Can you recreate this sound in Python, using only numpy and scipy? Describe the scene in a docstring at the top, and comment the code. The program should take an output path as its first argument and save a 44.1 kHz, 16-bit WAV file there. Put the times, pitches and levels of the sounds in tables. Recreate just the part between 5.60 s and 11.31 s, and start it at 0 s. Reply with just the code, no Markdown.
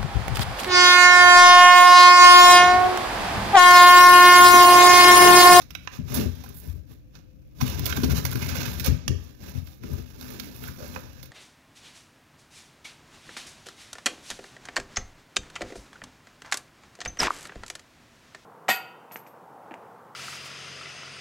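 """A knife saws through the label and tape of a cardboard box that a hand steadies on a table.
Stick-slip friction breaks fibres, which rasp and excite the modes of the card. The tape gives with a snap,
the box booms and shifts, then the flaps are folded open, rubbing and creaking. Heard close by in a small
room; the left microphone port is covered, so it passes the boom but little treble."""
import sys
import numpy as np
from scipy import signal
from scipy.fft import rfft, irfft
from scipy.io import wavfile
from scipy.ndimage import uniform_filter1d

SR = 44100
rng = np.random.default_rng(int(sys.argv[2]) if len(sys.argv) > 2 else 0)


def master_out(mix):
    """Clip the mix to full scale and print it as 16-bit PCM to the path in sys.argv[1]."""
    frames = np.transpose(np.atleast_2d(mix))
    ceiling = np.clip(frames, -1, 1)
    pcm = np.round(ceiling * 32767).astype(np.int16)
    wavfile.write(sys.argv[1], SR, pcm)


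N = 251811
TIME = np.arange(N) / SR

# Levels are relative within each column.
# bending modes of the stiff card: f/Hz, t60/s, level/dB
CARD_MODES = [(788, 0.029, -3), (1003, 0.039, 0), (1254, 0.018, 1.5), (1297, 0.015, 6), (1520, 0.013, 3.5),
              (1760, 0.011, 2), (2260, 0.0049, 8), (2600, 0.0084, 6), (2790, 0.012, 1), (3190, 0.016, -3),
              (3890, 0.042, -1.5)]
# the knife's path across the lid, entry to exit: t/s, rasp/dB, fizz/dB, box boom/dB
KNIFE_CUT = [(1.95, -72, -78, -54), (2.02, -41, -45, -39), (2.11, -40, -47.5, -34.5),
             (2.22, -44.5, -53.5, -30.5), (2.29, -41.5, -45, -32), (2.47, -44, -50, -30),
             (2.8, -44, -49.5, -30.5), (3.03, -35, -47.5, -32.5), (3.13, -44.5, -47, -33.5),
             (3.29, -47, -56, -33.5), (3.36, -55.5, -63, -45), (3.47, -58, -90, -54)]
# blade or fold drags through tougher fibres: t/s, rasp/dB, hollow ring/dB, ring f/Hz, Gaussian width/s
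FIBRE_TUGS = [(2.013, -41, -33, 1300, .005), (2.268, -39.5, -43, 1085, 0.014),
              (2.307, -41, -37, 1430, 0.011), (2.373, -42.5, -37, 1000, 0.0083),
              (2.444, -39.5, -60, 1470, 0.0061), (2.502, -44, -41, 1300, 0.0072),
              (2.518, -39.5, -51, 1490, 0.0075), (2.575, -40, -40, 3970, 0.017),
              (2.665, -44, -56, 1500, 0.0086), (2.728, -40, -38.5, 1520, 0.0044),
              (2.825, -46.5, -38.5, 2000, 0.0099), (2.894, -43, -42.5, 1510, 0.0088),
              (2.965, -42, -42, 1610, 0.0092), (3.015, -45.5, -50, 1600, 0.021),
              (3.266, -35, -61, 1420, 0.014), (5.085, -53, -41.5, 1470, 0.0063)]
# the knife clicks as it is readied, then tape and card snap and tick:
# t/s, crack/dB, knock/dB, knock f/Hz, fizz/dB, decay time constant/s
SNAPS_AND_CLICKS = [(0.016, -40, -46, 2780, -41, 0.0079), (0.1045, -37.5, -40.5, 2570, -36.5, 0.0058),
                    (0.1501, -27.5, -24.5, 2660, -31, .003), (0.273, -28, -22.5, 1800, -44, 0.0022),
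                    (0.5417, -31.5, -40, 1470, -19, 0.023), (0.837, -44, -43, 1040, -37, 0.009),
                    (0.86, -47, -42.5, 1150, -40, 0.0039), (0.8902, -57, -54, 2400, -31, .003),
                    (1.5522, -42.5, -48.5, 1245, -50, 0.0041), (2.011, -27, -26, 1280, -27.5, 0.006),
                    (2.0773, -30.5, -34, 2740, -23.5, 0.0046), (2.193, -28, -33, 1370, -18.5, 0.0027),
                    (2.2556, -23, -53, 2800, -13.5, 0.0048), (2.263, -20, -27.5, 1440, -11, 0.0021),
                    (2.3239, -27, -22, 2580, -38, .004), (2.433, -27, -32, 1480, -26, 0.0091),
                    (2.6514, -19.5, -23, 1630, -12.5, 0.0032), (2.7136, -29, -38, 2420, -20, .002),
                    (2.7547, -36, -31, 1770, -26, 0.0063), (3.0547, -30.5, -36, 2410, -28, 0.0069),
                    (3.1967, -28.5, -33.5, 2440, -22, 0.0097), (3.2444, -23, -38, 2400, -16, 0.0036),
                    (3.48, -20, -28.5, 2970, -17, 0.0025), (4.071, -44.5, -48.5, 2340, -41, 0.0052),
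                    (4.235, -45, -39.5, 1610, -39, 0.0035), (4.3343, -60, -45, 1500, -36, 0.0034),
                    (4.6106, -34, -43, 1020, -30.5, 0.0031), (4.681, -38.5, -44, 2400, -33, 0.002),
                    (4.7027, -42, -42, 1500, -28.5, 0.0037), (4.797, -26.5, -34, 2300, -25.5, .004),
                    (5.037, -52, -35.5, 1790, -29, 0.0037), (5.34, -52, -41, 2220, -41, .004),
                    (5.36, -40.5, -27, 1230, -53, 0.0044), (5.628, -41.5, -47, 2360, -34, 0.0074),
                    (5.656, -45, -50, 2450, -37, .004)]
# the box jolts against the table: t/s, level/dB, f/Hz of strongest excitation
JOLTS = [(0.387, -28.5, 151), (0.665, -29, 130), (1.074, -30.5, 79), (2.022, -22.5, 148),
         (2.184, -31.5, 169), (2.379, -26.5, 227), (2.433, -19.5, 273), (2.447, -24.5, 131),
         (2.507, -25.5, 122), (2.751, -30, 258), (3.274, -25, 158), (3.48, -21, 98), (3.955, -31, 95),
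         (4.239, -37, 280), (4.314, -29.5, 91)]


def from_db(db):
    """Amplitude ratio of a level in decibels."""
    return 10 ** (np.asarray(db) / 20)


def rms_one(x):
    """Normalisation to unit mean power."""
    return x / np.sqrt(np.mean(x ** 2) + 1e-20)


def evened(x, span_s):
    """Normalisation to unit power over a sliding window."""
    power = np.mean(np.atleast_2d(x) ** 2, axis=0)
    return x / np.sqrt(uniform_filter1d(power, int(span_s * SR) + 1) + 1e-6 * power.mean())


def in_time(rows):
    """Linear interpolation of each column against the first, t/s."""
    times, *columns = np.transpose(rows)
    return [np.interp(TIME, times, column) for column in columns]


def band(x, low_hz, high_hz):
    """Band-pass filter, scaled by bandwidth so that white noise keeps its power."""
    sos = signal.butter(2, [low_hz, high_hz], "band", fs=SR, output="sos")
    return signal.sosfilt(sos, x + 1e-18) * np.sqrt(SR / 2 / (high_hz - low_hz))


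def response(points, size=2048):
    """Minimum-phase impulse response of a spectrum given as f/Hz, level/dB."""
    hz, db = np.transpose(points)
    grid_hz = np.maximum(np.arange(size // 2 + 1) * SR / size, 1)
    magnitude = from_db(np.interp(np.log(grid_hz), np.log(hz), db))
    cepstrum = irfft(np.log(magnitude))
    cepstrum[1:size // 2] *= 2
    return irfft(np.exp(rfft(cepstrum[:size // 2], size)))


def through(x, impulse):
    """Convolution with an impulse response."""
    return signal.fftconvolve(x, impulse)[:N]


def ring(x, hz, t60, velocity=False):
    """Damped oscillator: its displacement, or its velocity, which is zero under a steady force."""
    r, w = from_db(-60 / (t60 * SR)), 2 * np.pi * hz / SR
    numerator = [.5, 0, -.5] if velocity else [0, np.sin(w)]
    return signal.lfilter(numerator, [1, -2 * r * np.cos(w), r * r], x + 1e-18)


def flutter(per_s):
    """Random modulation of unit RMS."""
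    return rms_one(np.interp(TIME * per_s, np.arange(N), rng.standard_normal(N)))


def grains(per_s, spread_db, clump_db):
    """Shot noise: fibres break at random, mostly small ones, in clumps as the contact sticks and slips."""
    sizes = from_db(spread_db * np.minimum(rng.exponential(1, N), 4)) * rng.choice([-1, 1], N)
    breaks = rng.random(N) < per_s / SR
    return rms_one(sizes * breaks * from_db(clump_db * flutter(220)))


def hush():
    """Ambient noise of the quiet room: mostly bass, uncorrelated between the ports."""
    spectrum = [(15, -31), (25, -1), (54, 13), (125, -3), (264, -8), (301, 0), (363, -22), (475, -22.5),
                (515, -7.5), (558, -26.5), (811, -38), (4500, -48), (5720, -50), (8320, -44.5),
                (15000, -34)]   # background noise: f/Hz, level/dB
    colour = response(spectrum, size=8192)
    noise = np.array([rms_one(through(white, colour)) for white in rng.standard_normal((2, N))])
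    return noise * from_db([[-47.5], [-49.5]])


def contact():
    """Envelopes of rasp, fizz, boom and panel sound: rubs and cut are incoherent, so their powers add."""
    # palm, fingers and flaps slide over card and tape: t/s, hold/s, rasp/dB, fizz/dB, boom/dB, panel/dB
    rubs = [(0.0, 0.019, -51.5, -60, -49.5, -53), (0.12, 0.15, -63, -69, -49, -58),
            (0.336, 0.024, -46.5, -57, -59, -54), (0.405, 0.047, -70, -82, -34, -47),
            (0.508, 0.072, -42.5, -48.5, -34.5, -39), (0.565, 0.05, -38, -43, -28.5, -25.5),
            (0.656, 0.013, -72, -72, -26.5, -34.5), (0.733, 0.17, -56, -63.5, -43.5, -48),
            (0.96, 0.022, -62, -49.5, -46, -64), (1.039, 0.067, -56.5, -57.5, -43.5, -49.5),
            (1.16, 0.028, -72, -78, -41, -53), (1.303, 0.013, -58, -61.5, -45, -48.5),
            (1.555, 0.015, -55.5, -67, -49.5, -56), (2.028, .015, -60, -56, -25, -35.5),
            (2.45, 0.082, -64, -67, -28, -30.5), (3.287, 0.024, -49, -66, -19, -33),
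            (3.483, 0.038, -57, -66, -27, -33.5), (3.59, 0.12, -59, -66, -53, -54),
            (3.829, 0.088, -50.5, -57.5, -44.5, -46.5), (3.963, 0.024, -51.5, -56.5, -34, -41.5),
            (4.064, 0.069, -58, -61, -50, -61), (4.238, 0.048, -54, -62, -39, -42.5),
            (4.306, 0.094, -52, -57.5, -40, -41.5), (4.463, 0.088, -59, -64.5, -50, -59),
            (4.636, 0.24, -50, -55, -47, -42.5), (4.956, 0.037, -53, -53, -49, -64),
            (5.03, 0.062, -49, -52.5, -38.5, -43), (5.203, 0.18, -49.5, -56, -44, -45),
            (5.46, 0.19, -57.5, -66, -48.5, -58.5)]
    # the resting hand never lies quite still: rasp/dB, fizz/dB, boom/dB, panel/dB
    resting_db = [-76, -83, -56, -66]
    linger = np.array([[1], [1], [1.27], [1.27]])   # the box fades more slowly than the rub
    power = np.zeros((4, N))
    for t, hold, *levels_db in rubs:
        early = np.maximum(t - TIME, 0) / (0.025 + 0.48 * hold)
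        late = np.maximum(TIME - t - hold, 0) / (0.057 + 0.49 * hold)
        envelope = from_db(-20 * np.minimum(early + late / linger, 10))
        power += (from_db(levels_db)[:, None] * envelope) ** 2
    cutting = (TIME > KNIFE_CUT[0][0]) * (TIME < KNIFE_CUT[-1][0])
    rasp, fizzing, boom = from_db(in_time(KNIFE_CUT)) * cutting
    panel = from_db(-2) * np.sqrt(rasp * boom)
    moving = stalls()
    power += np.array([rasp * moving, fizzing * moving, boom, panel]) ** 2
    return np.sqrt(power + from_db(resting_db)[:, None] ** 2)


def fizz(x):
    """Brief fractures in thin tape radiate in the top octave."""
    return band(x, 10910, 18250)


def sheet(x, centre_hz, focus_db):
    """Modal superposition in stiff card; the drive is focus_db weaker an octave from the centre."""
    return sum(from_db(db - focus_db * np.log2(hz / centre_hz) ** 2) * ring(x, hz, t60) * (-1) ** k
               for k, (hz, t60, db) in enumerate(CARD_MODES))


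def scrape(rasp, fizzing):
    """Sliding friction of blade, palm and flaps: a stream of tiny fractures that swells at each tug."""
    rasp_spectrum = [(290, -25.5), (500, 1), (823, -2), (1010, 0.5), (1180, -4), (1570, 3.5), (1930, -3.5),
                     (2260, -0.5), (3210, -4), (3890, 0.5), (4450, -4), (5650, 1.5), (7500, -3),
                     (9750, -109), (16500, -120)]   # colour of rubbed card: f/Hz, level/dB
    fibres = grains(per_s=16000, spread_db=1, clump_db=2)
    # the travelling contact excites now one mode of the card, now another
    hollow = sum(from_db(db + 15 * flutter(25)) * ring(fibres, hz, t60) for hz, t60, db in CARD_MODES)
    hollow = evened(hollow, span_s=0.021) * rasp * from_db(-10.5)
    tug = np.zeros(N)
    for t, rasp_db, hollow_db, hollow_hz, width in FIBRE_TUGS:
        near = np.abs(TIME - t) < .1
        swell = np.exp(-.5 * ((TIME[near] - t) / width) ** 2)
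        tug[near] += from_db(rasp_db) * swell
        ringing = evened(sheet(fibres[near], hollow_hz, focus_db=26), span_s=0.013)
        hollow[near] += from_db(hollow_db) * swell * ringing
    colour = response(rasp_spectrum)
    drag = np.hypot(rasp * from_db(-1), tug * from_db(5))
    rasping = through(fibres * drag, colour / np.linalg.norm(colour))
    tape_pops = from_db(-5) * grains(per_s=730, spread_db=9, clump_db=3.5)
    crackle = rms_one(fibres + tape_pops) * np.hypot(fizzing, tug) * from_db(9.5)
    return rasping + hollow + fizz(crackle)


def box(boom_drive, panel_drive):
    """Forced vibration: friction and jolts drive the box's modes, each with its own gain at each port."""
    # walls and air of the box: f/Hz, t60/s without the hand's damping, left/dB, right/dB
    modes = [(67.1, 0.62, 0.5, -15), (86.46, 0.61, 3, -21), (94.3, 0.17, -1, -61), (126.4, 0.19, 5, -17),
             (176.9, 0.29, -7, -10.5), (201, 0.12, -8.5, -5.5), (249.9, 0.35, 2, -25),
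             (285, 0.27, -15.5, -4), (325.3, 0.22, -11, -25.5), (403.4, 0.071, -6.5, -32),
             (433.8, 0.29, -9, -6.5), (526, 0.54, -56, -20.5), (593, 0.067, -13, -44)]
    rubbed_damping, struck_damping = 0.7, 0.71   # the pressing hand shortens t60 by these factors
    jolt_s, jolt_db, jolt_hz = np.transpose(JOLTS)
    friction = grains(per_s=1400, spread_db=2.5, clump_db=3)
    boom, panel, struck = np.zeros((3, 2, N))
    for k, (hz, t60, left_db, right_db) in enumerate(modes):
        polarity = (-1) ** k * np.array([[1], [(-1) ** (k // 2)]])
        ports = from_db([[left_db], [right_db]]) * polarity
        layer = boom if hz < 190 else panel
        layer += ports * rms_one(ring(friction, hz, t60 * rubbed_damping))
        blows = np.zeros(N)   # where the box is knocked decides which modes answer
        blows[np.round(jolt_s * SR).astype(int)] = from_db(jolt_db + 6 - 8.3 * np.log2(hz / jolt_hz) ** 2)
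        struck += ports * ring(blows, hz, t60 * struck_damping, velocity=True)
    soft_contact = signal.butter(3, 520, fs=SR, output="sos")
    boom = boom_drive * from_db(2) * evened(boom, span_s=0.081)
    panel = panel_drive * from_db(0.5) * evened(panel, span_s=0.065)
    return boom + panel + signal.sosfilt(soft_contact, struck)


def snaps_and_clicks():
    """Impulsive excitation: each snap or click is a short burst that cracks, fizzes and knocks."""
    out, age = np.zeros(N), TIME[:SR // 10]
    attack = 1 - np.exp(-age / 0.00049)
    for t, crack_db, knock_db, knock_hz, fizz_db, decay in SNAPS_AND_CLICKS:
        noise = rng.standard_normal(len(age))
        envelope = np.exp(-age / decay)
        burst = noise * np.abs(noise) ** .5 * envelope * attack   # a few peaks stand out
        knock = sheet(burst * envelope, knock_hz, focus_db=7.5)
        knock *= from_db(knock_db - 0.5) * np.linalg.norm(envelope) / np.linalg.norm(knock)
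        crack = from_db(crack_db - 4) * band(burst, 3550, 5940) + from_db(fizz_db - 2) * fizz(burst)
        # a low knock also flexes the whole wall
        flex = from_db(knock_db - 12) * 1500 / knock_hz * band(burst, 180, 1800)
        at = round(t * SR)
        out[at:at + len(age)] += (knock + crack + flex)[:N - at]
    return out


def puffs():
    """Piston radiation: each jolt pumps the whole wall in one heavily damped pulse."""
    out, age = np.zeros(N), TIME[:SR // 8]
    for t, db, hz in JOLTS:
        at, cycles = round(t * SR), age * hz
        envelope = np.exp(-cycles / 0.48) * (1 - np.exp(-cycles / 0.65))
        out[at:at + len(age)] += from_db(db) * np.sin(2 * np.pi * cycles) * envelope
    return out * from_db([[0], [-2]])


def stalls(depth_db=2.5, lead_s=0.026, width_s=0.0085):
    """Static friction holds the blade before each tug or snap of the cut, so the gain of its hiss dips."""
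    times = [row[0] - lead_s for row in FIBRE_TUGS + SNAPS_AND_CLICKS]
    dips = [np.exp(-.5 * ((TIME - t) / width_s) ** 2)
            for t in times if KNIFE_CUT[0][0] < t < KNIFE_CUT[-1][0]]
    return from_db(-depth_db * np.max(dips, axis=0))


def blade(release_s=3.4795):
    """Free vibration: the blade jumps clear of the tape and rings briefly."""
    modes = [(1210, .04, -16.5), (1870, 0.019, -4), (2860, .02, -1.5), (3330, 0.025, -5.5),
             (5660, 0.01, -6), (6070, 0.022, -1), (6800, 0.015, -2)]   # modes of the blade: f/Hz, t60/s, level/dB
    click = np.zeros(N)
    click[round(release_s * SR)] = from_db(-21.5)
    return sum(from_db(db) * ring(click, hz, t60) for hz, t60, db in modes)


def creak():
    """Stick-slip in a fold: an uneven pulse train excites the modes of the flap."""
    folding = [(5.16, -90, 78), (5.2, -46.5, 81), (5.25, -45.5, 105), (5.32, -69, 115), (5.38, -43.5, 100),
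               (5.43, -67, 68)]   # the fold bends: t/s, level/dB, nominal slip rate/Hz
    modes = [(433, 0.036, -33), (528, 0.13, 0), (580, 0.048, 12), (1440, 0.0326, 7)]   # modes of the flap: f/Hz, t60/s, level/dB
    level_db, slip_hz = in_time(folding)
    slip_count = np.floor(np.cumsum(slip_hz * from_db(2.7 * flutter(90))) / SR)
    slips = np.diff(slip_count, prepend=0) * from_db(3.6 * flutter(150))
    return from_db(level_db) * rms_one(sum(from_db(db) * ring(slips, hz, t60) for hz, t60, db in modes))


def room(x, early_db, tail_db, t60_s=0.5, treble_t60_s=0.25):
    """Direct sound, early reflections from table and box, then reverberation whose treble dies sooner."""
    age = TIME[:SR * 3 // 4]
    early, low, high = rng.standard_normal((3, len(age)))
    early = early * (age > .0006) * np.exp(-age / 0.007)
    low = band(low, 110, 5800) * from_db(-60 * age / t60_s)
    high = band(high, 6600, 13500) * from_db(-60 * age / treble_t60_s)
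    tail = (low + 1.1 * high) * (age > .006)
    early *= from_db(early_db) / np.linalg.norm(early)
    tail *= from_db(tail_db) / np.linalg.norm(tail)
    return x + through(x, early + tail)


def covered_port(x, lag_s=0.00027):
    """Transmission loss and resonance of the covered port; its longer path from the lid adds a delay."""
    transmission = [(400, -10), (650, -0.5), (850, -15.5), (1300, -21), (2000, -16), (2500, -8),
                    (3200, -18.5), (4500, -32.5), (7000, -31), (12000, -37)]   # gain through the cover: f/Hz, level/dB
    muffled = through(x, response(transmission)) * from_db(-1.5)
    return np.interp(TIME - lag_s, TIME, muffled)


def scene():
    """Superposition at two ports: card noises are muffled on the left, while the boom reaches both."""
    rasp, fizzing, boom, panel = contact()
    card = scrape(rasp, fizzing) + snaps_and_clicks() + blade() + creak()
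    hiss = from_db(-51.5) * rng.standard_normal(N)
    left = covered_port(room(card, early_db=0, tail_db=-6.5) + hiss)
    right = room(card, early_db=-11.5, tail_db=-13) * from_db(5)
    return np.array([left, right]) + hush() + box(boom, panel) + puffs()


def record(dry):
    """Frequency response of the microphone: a treble notch, bass roll-off and a steep cut at the top."""
    notch = response([(6500, -0.5), (7200, -6.5), (8200, -8), (9500, -8.5), (11000, -6)])   # f/Hz, dB
    high_pass = signal.butter(2, 48, "high", fs=SR, output="sos")
    low_pass = signal.ellip(10, .3, 80, 15550, fs=SR, output="sos")
    notched = [through(channel, notch) for channel in dry]
    return signal.sosfilt(low_pass, signal.sosfilt(high_pass, notched))


dry = scene()
out = record(dry)
master_out(out)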